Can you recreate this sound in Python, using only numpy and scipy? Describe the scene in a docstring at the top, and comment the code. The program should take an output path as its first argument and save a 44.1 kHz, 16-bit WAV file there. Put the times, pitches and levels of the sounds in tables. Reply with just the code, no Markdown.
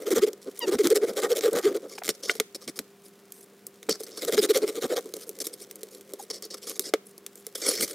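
"""Sawing a crusty baguette

A crusty baguette is sawn with a serrated knife on a plastic board, pulled apart and gathered up,
close to a microphone in a small kitchen. Each bite of the teeth is a burst of random crust fractures
in step with a gliding judder tone; the blade squeaks as a harmonic stick-slip tone and knocks the board
as a few decaying modes. Between cuts the crust scrapes and snaps under the fingers as filtered grains,
over noise for room air and a faint appliance hum of drifting sines."""
import sys
import numpy as np
from scipy import signal
from scipy.fft import rfft, irfft
from scipy.io import wavfile
from scipy.ndimage import map_coordinates

SR = 44100
rng = np.random.default_rng(int(sys.argv[2]) if len(sys.argv) > 2 else 0)


def wav_record(signal):
    """Record a signal, one row per channel, as 16-bit PCM in the file named by sys.argv[1]."""
    frames = np.transpose(np.atleast_2d(signal))
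    bounded = np.clip(frames, -1, 1)
    # unit amplitude maps onto the largest positive 16-bit level
    quanta = np.round(bounded * 32767).astype(np.int16)
    wavfile.write(sys.argv[1], SR, quanta)


N = 350154
TIME = np.arange(N) / SR


def undb(db):
    """Amplitude of a level in dB."""
    return 10 ** (np.asarray(db) / 20)


def unit(x):
    """Scale to rms 1."""
    return x / np.sqrt(np.mean(x ** 2) + 1e-18)


def rms(x):
    """Root mean square."""
    return np.sqrt(np.mean(x ** 2))


def add(track, s, x):
    """Mix x into the track from time s on."""
    i = max(int(s * SR), 0)
    track[i:i + len(x)] += x[:max(N - i, 0)]


def clock(length):
    """Sample times of one event."""
    return np.arange(max(int(length * SR), 64)) / SR


def walk(n, rate):
    """Smooth random drift with a spread near 1, through `rate` random points per second."""
    at = np.arange(n) * rate / SR
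    points = rng.standard_normal(int(at[-1]) + 3)
    return 1.284 * map_coordinates(points, [at], order=2, mode="nearest")


def highpass(order, hz):
    """Butterworth high-pass sections."""
    return signal.butter(order, hz, "high", fs=SR, output="sos")


def resonate(x, hz, width_hz):
    """One resonance, gain 1 at its centre."""
    return signal.lfilter(*signal.iirpeak(hz, hz / width_hz, fs=SR), x)


def colour(x, points, tilt=0, ripple_db=0, size=1024):
    """Causal filter from a spectrum and a tilt; the ripple stands for the resonances of one patch of crust."""
    hz = np.maximum(np.arange(size // 2 + 1) * SR / size, 1)
    f, db = np.transpose(points)
    db = np.interp(np.log(hz), np.log(f), db)
    # the tilt in dB per octave pivots at 4 kHz
    db = db + tilt * np.log2(np.clip(hz, 1500, 10500) / 4000)
    db = db + ripple_db * walk(len(hz), 3436)
    # folding the cepstrum gives minimum phase, so nothing sounds before the strike
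    cepstrum = irfft(np.log(undb(np.maximum(db, db.max() - 67.5))))
    cepstrum[1:size // 2] *= 2
    cepstrum[size // 2 + 1:] = 0
    return signal.fftconvolve(x, irfft(np.exp(rfft(cepstrum))))[:len(x)]


def patches(x, points, tilt, ripple_db, patch_s=0.01564):
    """Colour a run of fractures as it crossfades between patches of crust, each with its own resonances."""
    at = np.arange(len(x)) / (patch_s * SR)
    out = np.zeros(len(x))
    for k in range(int(at[-1]) + 2):
        on_patch = np.maximum(1 - np.abs(at - k), 0)
        out += colour(x * on_patch, points, tilt, ripple_db)
    return out


def fractures(n, rate, spread_db):
    """Random tiny breaks at `rate` per second: many small, a few large."""
    size = undb(spread_db * np.minimum(rng.exponential(size=n), 4))
    breaks = rng.random(n) < rate / SR
    return unit(breaks * size * rng.choice([-1, 1], n))


def swell(t, centre, length, steep=3):
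    """A rounded burst whose energy is that of a flat one of this length."""
    shape = np.exp(-np.abs((t - centre) / (.42 * length)) ** steep)
    return shape * np.sqrt(length * SR / np.sum(shape ** 2))


# response of the soft loaf on the board: (f/Hz, level/dB)
LOAF_RESPONSE = [(40, -45), (120, -38.5), (200, -21.5), (310, -6), (425, 0), (520, -2.5), (630, -14),
                 (760, -24), (950, -30.5), (1300, -23.5), (3000, -63)]


def loaf(x, hz=425):
    """The loaf's broad low resonance, shifted to where the pressure puts it."""
    return colour(x, np.array(LOAF_RESPONSE) * [hz / 425, 1])


# bites of the teeth: (centre t/s, length/s, crunch level/dB, judder level/dB, nominal judder f/Hz)
TOOTH_BITES = [(0.029, 0.038, -52, -46, 435), (0.078, 0.045, -40.5, -29, 428.6),
               (0.122, 0.039, -33, -21.5, 371), (.172, 0.052, -32, -23.5, 435.6),
               (0.233, 0.043, -34.5, -17, 411), (0.276, 0.034, -42, -29.5, 420),
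               (0.477, 0.0316, -55.5, -35, 399.4), (0.641, 0.053, -55, -34.5, 428.5),
               (0.685, 0.038, -38, -23.5, 384.7), (.735, 0.056, -37.5, -24.5, 407.6),
               (.802, 0.038, -36.5, -19, 412.6), (0.857, 0.058, -33, -22.5, 343.3),
               (.917, 0.042, -36, -16.5, 434), (.964, 0.04, -30, -22, 433.3),
               (1.034, 0.049, -43, -21.5, 444.5), (1.09, 0.062, -43, -35, 440),
               (1.183, .052, -35.5, -29.5, 454.4), (1.243, 0.061, -35, -25.5, 434),
               (1.315, .048, -35, -21, 487.4), (1.374, 0.05, -34, -30.5, 457),
               (1.451, 0.073, -35, -20.5, 463.7), (1.484, 0.016, -39, -21, 413),
               (1.535, .036, -47.5, -26.5, 471), (1.576, 0.064, -35, -27.5, 478),
               (1.662, 0.084, -37.5, -19.5, 403.5), (1.703, 0.086, -50.5, -32, 401.5),
               (1.759, 0.044, -44.5, -27.5, 423.5), (1.848, 0.061, -61, -40.5, 440),
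               (4.235, 0.047, -38, -36.5, 430.6), (4.286, 0.029, -35, -26, 458),
               (4.336, 0.047, -32, -29, 451.5), (4.386, 0.038, -29.5, -18.5, 401),
               (4.439, 0.051, -29.5, -25.8, 411.6), (4.504, 0.033, -31, -17.5, 408.7),
               (4.563, 0.059, -30.5, -23.5, 458.4), (4.633, 0.041, -42, -23.5, 413.5),
               (4.685, 0.049, -38, -33.5, 417), (4.771, 0.057, -43.5, -33, 431.5),
               (4.839, .064, -38, -30, 431.8), (4.919, 0.064, -41, -26.5, 477.3),
               (4.976, 0.045, -36, -30, 480.7)]
# colour of breaking crust: (f/Hz, level/dB per Hz)
CRUNCH_COLOUR = [(470, -19.5), (800, -9.5), (967, -22.5), (1200, -3.5), (1710, -6.5), (2150, -0.5),
                 (2730, -10.5), (3140, -3), (3900, -2), (4710, -3.5), (5150, -2), (7530, -2.5), (15100, -8),
                 (15900, -24), (16500, -46)]
# the loaf answers a little after the tooth; a hard bite locks into a clean judder, which is shorter
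JUDDER_LAG_S, JUDDER_S, LOCK_SHORTENS = 0.0047, 0.0569, .25
LOCK_FROM_DB, LOCK_RANGE_DB = -34, 15
# the crunch is duller the more of the bite goes into the judder: dB/octave, and its fall per dB of
# judder over crunch
BITE_TILT, BITE_DULLING = 0.14, 0.19
# near the heel of the loaf the crust is harder and rings as it breaks; the level is relative to the crunch
HEEL_FROM_S, HEEL_HZ, HEEL_WIDTH_HZ, HEEL_DB = 4.1, 3740, 720, -5.5


def sawing(rumble_db=-56, skew=0.19):
    """Teeth catch the crust: the loaf judders, fastest in mid-bite, and crust breaks in step with it."""
    out = np.zeros(N)
    for s, length, db, judder_db, hz in TOOTH_BITES:
        start = max(s - .07, 0)
        t = start + clock(0.15)
        n = len(t)
        # hard bites lock into a clean judder, light ones mostly rattle the loaf
        lock = np.clip((judder_db - LOCK_FROM_DB) / LOCK_RANGE_DB, .15, .975)
        judder_s = s + JUDDER_LAG_S
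        judder_length = np.sqrt(length * JUDDER_S) * (1 - LOCK_SHORTENS * lock)
        arch = 1.035 - .13 * np.minimum(((t - judder_s) / (0.397 * judder_length)) ** 2, 2.5)
        pitch = hz * arch * (1 + 0.046 * walk(n, 111.7))
        phase = 2 * np.pi * np.cumsum(pitch) / SR
        tone = unit(np.sin(phase) * undb(0.84 * walk(n, 108.7)))
        rattle = unit(loaf(rng.standard_normal(n), hz))
        push = swell(t, judder_s, judder_length * 0.95, steep=2.87)
        judder = unit((np.sqrt(lock) * tone + np.sqrt(1 - lock) * rattle) * push) * rms(push)
        # fractures pulse with the judder and thin out slightly through the bite, in ragged clusters
        breaks = fractures(n, 3200, 4) * (1 + .55 * np.sin(phase)) + .28 * rng.standard_normal(n)
        edges = swell(t, s, length * .92, steep=3.6)
        bite = edges * np.exp(-skew * np.clip((t - s) / length, -1, 1))
        clusters = breaks * bite * undb(1.07 * walk(n, 220))
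        tilt = BITE_TILT - BITE_DULLING * (judder_db - db)
        crunch = unit(patches(clusters, CRUNCH_COLOUR, tilt, ripple_db=3.0)) * rms(bite)
        if s > HEEL_FROM_S:
            crunch = crunch + undb(HEEL_DB) * resonate(crunch, HEEL_HZ, HEEL_WIDTH_HZ)
        # the uneven force leaves a little deep rumble
        rumble = unit(resonate(rng.standard_normal(n), 70, 140)) * push * undb(judder_db + rumble_db)
        add(out, start, undb(judder_db) * judder + undb(db) * crunch + rumble)
    return out


# teeth dragging hard enough to make the blade rasp: (t/s close to mid-drag, length/s, level/dB)
BLADE_RASPS = [(0.178, 0.06, -42), (0.735, 0.052, -42.5), (1.188, 0.03, -40), (1.248, 0.048, -34),
               (1.325, 0.054, -48), (1.462, 0.094, -46), (1.577, 0.074, -40), (1.666, 0.078, -44.5),
               (4.846, 0.034, -40.5), (4.917, 0.023, -55), (4.978, 0.038, -40.5)]
# resonances of the blade held in the loaf: (f/Hz, width/Hz, level/dB)
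HELD_BLADE_MODES = [(780, 95, -1), (1217, 133, 0), (1480, 190, -5), (1840, 82, -5.5)]


def rasping():
    """The dragged blade chatters in its low bending resonances, damped by the crumb."""
    out, t = np.zeros(N), clock(.12)
    for s, length, db in BLADE_RASPS:
        drag = swell(t, 0.057, length)
        chatter = fractures(len(t), 2500, 3.9) * drag
        blade = np.zeros(len(t))
        for hz, width, mode_db in HELD_BLADE_MODES:
            blade += undb(mode_db) * resonate(resonate(chatter, hz, width), hz, 3 * width)
        add(out, s - .06, undb(db) * unit(blade) * rms(drag))
    return out


# the blade sticking and slipping:
# (start t/s, length/s, nominal f/Hz, level/dB, fall per harmonic/dB, pitch jitter/share of f)
BLADE_SQUEAKS = [(0.598, 0.066, 953, -35.5, 1.5, .008), (1.979, 0.0096, 839, -38.5, 4, 0.12),
                 (2.017, 0.01, 781, -37.5, 8, .09), (6.192, 0.021, 810, -42.5, 22, .04)]
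# glide of a squeak: (t/share of its length, pitch/ratio to nominal f)
SQUEAK_GLIDE = [(0, 1.24), (.15, 1.11), (.33, 0.99), (.6, 1.004), (1, .89)]


def squeaking():
    """The blade sticks and slips in the crust: a harmonic tone whose pitch falls overall."""
    out = np.zeros(N)
    for s, length, hz, db, fall_db, rough in BLADE_SQUEAKS:
        t = clock(length)
        u = t / t[-1]
        glide = np.interp(u, *np.transpose(SQUEAK_GLIDE))
        phase = 2 * np.pi * np.cumsum(hz * glide * (1 + rough * walk(len(t), 732))) / SR
        # upper harmonics speak only while the pressure is high; the blade favours the third and fifth
        press = np.maximum(np.sin(np.pi * u ** 0.99), 0)
        voice = np.zeros(len(t))
        for k in range(1, 8):
            harmonic_db = -fall_db * k + 7.8 * (k == 3) + 8.2 * (k == 5)
            voice += undb(harmonic_db) * press ** (0.76 + .5 * k) * np.sin(k * phase)
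        add(out, s, undb(db) * unit(voice))
    return out


# the blade striking the board: (t/s, level/dB added to every mode)
BLADE_CLANKS = [(2.2955, -10.5), (2.3997, -40), (1.6, -76)]
# modes of the blade: (f/Hz, level/dB, t60/s)
BLADE_MODES = [(696, -23, 0.1), (1455, -4.5, 0.033), (1690, -26, 0.069), (2070, 8.5, 0.011),
               (2310, -20, 0.066), (2830, -2.5, 0.015), (3130, -21.5, 0.078), (3680, -16, .045)]


def clanking():
    """The blade rings briefly where it meets the board: a sum of decaying modes with a soft onset."""
    out, t = np.zeros(N), clock(.15)
    onset = 1 - np.exp(-t / 0.00067)
    ring = sum(undb(mode_db - 60 * t / t60) * np.sin(2 * np.pi * f * t) for f, mode_db, t60 in BLADE_MODES)
    for s, db in BLADE_CLANKS:
        add(out, s, undb(db) * ring * onset)
    return out


def impact(db, tilt, t60, thump_db, hz, thump_t60=0.053, tail_db=-23, tail_t60=0.086):
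    """A sharp break, a short crumble after it, and a thump of loaf and board."""
    t = clock(0.067)
    click = 1.24 * undb(-60 * t / 0.00047)
    fade = undb(-60 * t / t60) + click + undb(tail_db - 60 * t / tail_t60)
    crack = colour(fractures(len(t), 16000, 0.28) * fade, CRUNCH_COLOUR, tilt)
    ring = resonate(np.sin(2 * np.pi * hz * t) * undb(-60 * t / thump_t60), hz, 250)
    thud = loaf(rng.standard_normal(len(t)) * undb(-60 * t / 0.04), hz)
    thump = unit(unit(ring) + 0.8 * unit(thud))
    # every impact shares a 10 dB trim
    return np.sqrt(1 / 10) * (undb(db) * unit(crack) + undb(thump_db) * thump)


# the last bridge of crust tearing, one fibre after another; levels before the impact trim
TEAR_S, TEAR_LENGTH_S, TEAR_PER_S = 2.036, .041, 125  # start, length, mean snaps per second
TEAR_FIRST_DB, TEAR_LAST_DB = -38, -37
SNAP_T60_S, SNAP_HZ = 0.012, 420


def tearing(tilt=.4, t60=.0065, thump_db=-49):
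    """The slice is pulled off in a quick, uneven run of dry snaps."""
    out = np.zeros(N)
    steps = rng.uniform(.7, 1.3, 12) / TEAR_PER_S
    for s in np.cumsum(steps) - steps[0]:
        if s < TEAR_LENGTH_S:
            db = np.interp(s, [0, TEAR_LENGTH_S], [TEAR_FIRST_DB, TEAR_LAST_DB])
            add(out, TEAR_S + s, impact(db, tilt, t60, thump_db, SNAP_HZ))
    return out


# crust rubbing on fingers, blade and board:
# (start t/s, length/s, level/dB before short scuffs are softened, pressure/0-1)
CRUST_RUBS = [(0.413, 0.032, -54, 0.52), (1.882, 0.078, -51, .72), (1.977, 0.013, -44, 0.68),
              (2.034, .05, -44, .55), (2.092, 0.011, -30, .68), (2.14, 0.012, -50.5, 0.67),
              (2.223, 0.089, -43, .8), (2.298, .018, -37, .78), (2.328, .055, -50, 0.56),
              (2.546, 0.009, -36, 0.72), (2.607, 0.045, -53, 0.7), (2.676, 0.017, -38, 0.67),
              (2.757, 0.021, -44.5, 0.53), (3.033, 0.055, -55.5, 0.26), (3.32, .12, -55.5, 0.02),
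              (3.891, 0.035, -37.5, 0.99), (3.934, 0.023, -48, 0.86), (3.992, 0.033, -49, 0.5),
              (4.033, 0.0062, -35.5, 0.35), (4.065, 0.0075, -46, 0.67), (4.108, 0.054, -59, .95),
              (4.17, 0.027, -41.5, 0.76), (5.142, .052, -52.5, 0.47), (5.204, 0.033, -45.5, 0.41),
              (5.266, 0.033, -51, 0), (5.401, 0.018, -32, 0.56), (5.44, .037, -38.5, 0.34),
              (5.53, 0.011, -38.5, 0.43), (5.591, 0.049, -47, 0.44), (5.901, 0.081, -53, 0.46),
              (6.189, .051, -46.5, 0.4), (6.3, 0.014, -40.5, 0.98), (6.327, 0.051, -49, 0.89),
              (6.421, .04, -52, 0.97), (6.501, 0.048, -48, 0.91), (6.569, 0.011, -47.5, 0.65),
              (6.616, 0.05, -48.5, 0.63), (6.666, 0.051, -39.5, 0.58), (6.719, 0.057, -48, 0.46),
              (6.807, 0.03, -45, 0.36), (6.836, 0.06, -43.5, 0.75), (7.05, 0.065, -54.5, 0),
              (7.361, 0.049, -55.5, .03), (7.549, .011, -32, 0.54), (7.573, 0.035, -42.5, 0.47),
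              (7.615, 0.053, -34, .7), (7.661, 0.055, -25.5, 0.54), (7.716, 0.024, -34.5, 0.65),
              (7.738, 0.067, -44.5, 0.99), (7.802, 0.045, -27, 0.37), (7.881, 0.048, -44, 0.36)]
# colour of sliding crust: (f/Hz, level/dB per Hz)
SCRAPE_COLOUR = [(500, -32), (780, -10.5), (930, -17), (1200, -4.5), (1650, -13), (2250, -4.5), (2700, -16),
                 (3400, -3), (4500, -3.5), (6500, 1), (9800, 2), (12500, -2), (15300, -6), (16500, -46)]
# resonances of a stiff patch of crust: (f/Hz, width/Hz, level/dB)
STIFF_CRUST = [(4580, 160, 7.5), (5226, 360, 10), (5500, 200, -7.5)]
# a light brush is bright and thin, a firm rub is dull, rings the crust and stirs the loaf:
# (at no pressure, at full pressure), tilt in dB/octave, the others in dB over the scrape
RUB_TILT, RUB_RING_DB, RUB_BODY_DB = (4.2, -7.5), (-29.5, 9), (-14, 2.5)
# louder slides are faster and catch more often: catches per s at the reference level,
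# and dB of rate per dB of level
CATCHES_PER_S, CATCH_REF_DB, CATCH_GROWTH = 3800, -45, .7


def rubbing():
    """Dense little catches of sliding crust ring the crust and stir the loaf, more so under firm pressure."""
    out = np.zeros(N)
    for s, length, db, pressure in CRUST_RUBS:
        t = clock(length + 0.023)
        n = len(t)
        tilt, ring_db, body_db = (np.interp(pressure, [0, 1], ends)
                                  for ends in (RUB_TILT, RUB_RING_DB, RUB_BODY_DB))
        # short scuffs start almost at once, long slides swell
        rise = np.minimum(t / (0.0013 + 1.56 * length ** 2), 1)
        release = np.exp(-np.maximum(t - length, 0) / 0.0057)
        contact = rise * release * undb(2.1 * walk(n, 181.5))
        rate = CATCHES_PER_S * undb(CATCH_GROWTH * (db - CATCH_REF_DB))
        catches = (fractures(n, rate, 3.75) + .3 * rng.standard_normal(n)) * contact
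        ring = np.zeros(n)
        for hz, width, mode_db in STIFF_CRUST:
            ring += undb(mode_db) * resonate(catches, hz * (1 + 0.0027 * rng.standard_normal()), width)
        scrape = patches(catches, SCRAPE_COLOUR, tilt, ripple_db=4.0)
        rub = unit(scrape) + undb(ring_db) * unit(ring) + undb(body_db) * unit(loaf(catches))
        share = np.sqrt(length / (length + 0.032))
        add(out, s, share * undb(db) * rub)
    return out


# snaps of crust, before the impact trim: (t/s, crack level/dB, tilt/dB per octave, thump level/dB)
CRUST_SNAPS = [(.1064, -40, 7, -29), (.1601, -33, 8, -25), (.332, -42, 2, -41), (.5919, -31.5, 21, -44.5),
               (0.7863, -38, -7, -37), (.871, -22.5, 0.5, -41), (0.903, -29.5, 6, -50),
               (0.958, -28.5, 6, -50), (1.4092, -33, -2, -35), (1.531, -34.5, 8, -48),
               (1.765, -43.5, 16, -45), (2.353, -42, -1, -38), (3.3214, -39.5, 7.5, -64),
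               (3.6674, -36, 12.5, -48.5), (3.8295, -43.5, -1.5, -52), (4.0053, -41.5, 6, -31),
               (4.249, -32.5, 3, -36), (4.379, -26, -6.5, -28), (4.5747, -27, 10, -52),
               (5.0576, -48.8, 4, -34), (5.1385, -34, 3.5, -33.5), (5.1674, -40, 5, -36.5),
               (5.2925, -34, 5, -36.5), (5.3883, -42, 2, -47), (5.4684, -29.5, 6, -34.5),
               (5.7113, -39.5, 3, -59), (5.757, -42.5, 12, -60), (5.8322, -37, 4.5, -37),
               (6.1357, -37.5, 5, -32.5), (6.3016, -41, -2, -42), (6.4239, -38.5, 5, -44),
               (6.452, -41.5, 7, -44), (6.543, -37.5, 1, -45), (6.01, -48, 2.5, -53),
               (6.6966, -33.5, 5, -45), (6.7944, -22.5, 5.5, -30.5), (6.807, -41, 5, -52),
               (7.1795, -45, 8, -46.5), (7.2643, -35.5, 1.5, -52), (7.3564, -45, 6, -50.5),
               (7.4667, -34.5, 5.5, -40), (7.8089, -26.5, -1, -45)]


def snapping(pitch_scatter=0.058):
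    """Bits of crust snap under fingers and blade; each nudges the loaf at a slightly different pitch."""
    out = np.zeros(N)
    for s, db, tilt, thump_db in CRUST_SNAPS:
        hz = SNAP_HZ * (1 + pitch_scatter * rng.standard_normal())
        add(out, s, impact(db, tilt, SNAP_T60_S, thump_db, hz))
    return out


# bread or blade knocking on the board, before the impact trim: (t/s, crack level/dB, thump level/dB)
BOARD_KNOCKS = [(2.0794, -32, -35), (2.0907, -21.5, -23.5), (2.2951, -32, -26.5), (2.3998, -19.5, -22),
                (2.6794, -39, -35.5), (2.7904, -28, -37.5), (3.889, -34.5, -19.5), (3.8938, -25.5, -30),
                (6.9374, -22, -15.5)]
# a heavier, softer landing has a duller crack: dB/octave, and its fall per dB of thump over crack
KNOCK_TILT, KNOCK_DULLING, KNOCK_T60_S, KNOCK_HZ = -3, 0.37, 0.016, 440


def knocking():
    """Bread and blade land on the board, with a longer crack than a snap, duller the heavier the thump."""
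    out = np.zeros(N)
    for s, db, thump_db in BOARD_KNOCKS:
        tilt = KNOCK_TILT - KNOCK_DULLING * (thump_db - db)
        add(out, s, impact(db, tilt, KNOCK_T60_S, thump_db, KNOCK_HZ))
    return out


# the loaf pressed or set down on the board: (centre t/s, level/dB)
LOAF_BUMPS = [(0.13, -47), (0.183, -34), (0.747, -32), (.864, -38), (1.099, -41.5), (1.55, -37),
              (1.679, -41.5), (2.095, -42), (2.401, -46.5), (2.685, -44), (2.797, -45), (3.9, -37.5),
              (4.263, -47), (4.345, -37), (4.389, -38), (4.845, -37), (7.803, -43), (7.835, -39)]


def bumping(hz=235, width_hz=110, deep_db=-15):
    """A soft push rocks the board below the loaf's resonance and thuds into the counter."""
    out, t = np.zeros(N), clock(0.04)
    for s, db in LOAF_BUMPS:
        force = rng.standard_normal(len(t)) * swell(t, .015, 0.038)
        board = resonate(resonate(force, hz, width_hz), hz, 2 * width_hz)
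        counter = resonate(resonate(force, 91, 230), 75, 260)
        add(out, s - .015, undb(db) * (unit(board) + undb(deep_db) * unit(counter)))
    return out


# faint sounds of the held loaf, before the trims flake_db and body_db:
# (t/s, ticking flakes level/dB, loaf body level/dB)
HELD_LOAF = [(0.0, -47, -37.5), (0.42, -65, -53.5), (0.6, -46.5, -54), (0.82, -50, -35),
             (1.55, -46.5, -39.5), (1.79, -56.5, -49), (2.23, -58.5, -55), (2.37, -63, -64.5),
             (3.76, -60.5, -61.5), (4.29, -47, -43.5), (4.44, -43, -37.5), (5.26, -53, -49.5),
             (5.97, -55, -51.5), (6.74, -62.5, -56), (7.05, -69, -64), (7.56, -54, -61), (7.72, -31.5, -57),
             (7.94, -40.5, -45)]


def handling(flake_db=-5, body_db=-3, crumble_s=0.0015, flake_tilt=0.66):
    """Fine flakes tick, each a tiny crumble of noise, and the loaf murmurs as long as it is held."""
    s, flakes, body = np.transpose(HELD_LOAF)
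    crumbles = signal.fftconvolve(fractures(N, 600, 5.3) ** 2, np.exp(-clock(.02) / crumble_s))[:N]
    grains = np.sqrt(np.abs(crumbles)) * rng.standard_normal(N)
    ticks = unit(colour(grains, CRUNCH_COLOUR, flake_tilt))
    murmur = unit(loaf(rng.standard_normal(N))) * undb(2.45 * walk(N, 30))
    ticks = ticks * undb(np.interp(TIME, s, flakes) + flake_db)
    return ticks + murmur * undb(np.interp(TIME, s, body) + body_db)


def kitchen(x, t60=0.37, room_db=-24, port_db=-8, gap_db=-16, gap_hz=1050):
    """Weak reflections; the two microphone ports hear the same bass but drift out of step higher up."""
    t = clock(.35)
    fade = undb(-60 * t / t60) * np.minimum(t / 0.0016, 1)
    mid, side = (rng.standard_normal(len(t)) * fade for _ in range(2))
    side = signal.sosfilt(highpass(6, 700), side)
    gain = undb(room_db) / np.sqrt(np.sum(mid ** 2))
    # the difference between the ports is a quarter cycle off, so neither is louder
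    top = signal.sosfiltfilt(highpass(1, 11000), x)
    band = signal.butter(2, [gap_hz / 1.9, gap_hz * 1.28], "band", fs=SR, output="sos")
    middle = signal.sosfiltfilt(band, x)
    ports = undb(port_db) * np.gradient(top)
    ports = ports + undb(gap_db) * np.gradient(middle) * SR / (2 * np.pi * gap_hz)
    return np.array([x + sign * ports + gain * signal.fftconvolve(x, .5 * mid + sign * side)[:N]
                     for sign in (1, -1)])


# colour of room air: (f/Hz, level/dB per Hz)
AIR_COLOUR = [(18, -55), (30, -35), (48, -45), (80, -18.5), (185, -3.5), (323, -7), (388, -4.5),
              (506, -12.5), (881, -16), (1090, -14.5), (2740, -20), (13000, -30.5), (15200, -30),
              (16500, -40)]
# appliance hum: (f/Hz, level/dB)
APPLIANCE_HUM = [(199, -64), (398, -59.5), (717, -75)]


def background(air_db=-60, hiss_db=-68):
    """Coloured noise for room air, a wavering hum of sines and the treble hiss of each port."""
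    air = undb(air_db) * unit(colour(rng.standard_normal(N), AIR_COLOUR, size=4096))
    hum = np.zeros(N)
    for hz, db in APPLIANCE_HUM:
        hum += undb(db) * unit(np.sin(2 * np.pi * hz * TIME + 0.26 * walk(N, 4.7)))
    hiss = undb(hiss_db) * unit(np.diff(rng.standard_normal((2, N + 1))))
    return air + hum + hiss


def scene():
    """Knife, crust and board in the kitchen, over its steady background."""
    cutting = sawing() + rasping() + tearing()
    bread = cutting + rubbing() + snapping() + knocking() + bumping() + handling()
    knife = squeaking() + clanking()
    return kitchen(bread + knife) + background()


def record(dry, top_hz=16100):
    """The recorder trims the deep bass, rounds the highest peaks and cuts the top."""
    thin = signal.sosfilt(highpass(1, 70), dry)
    rounded = 0.83 * np.tanh(thin / 0.78)
    return signal.sosfilt(signal.ellip(10, .2, 80, top_hz, fs=SR, output="sos"), rounded)


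dry = scene()
out = record(dry)
wav_record(out)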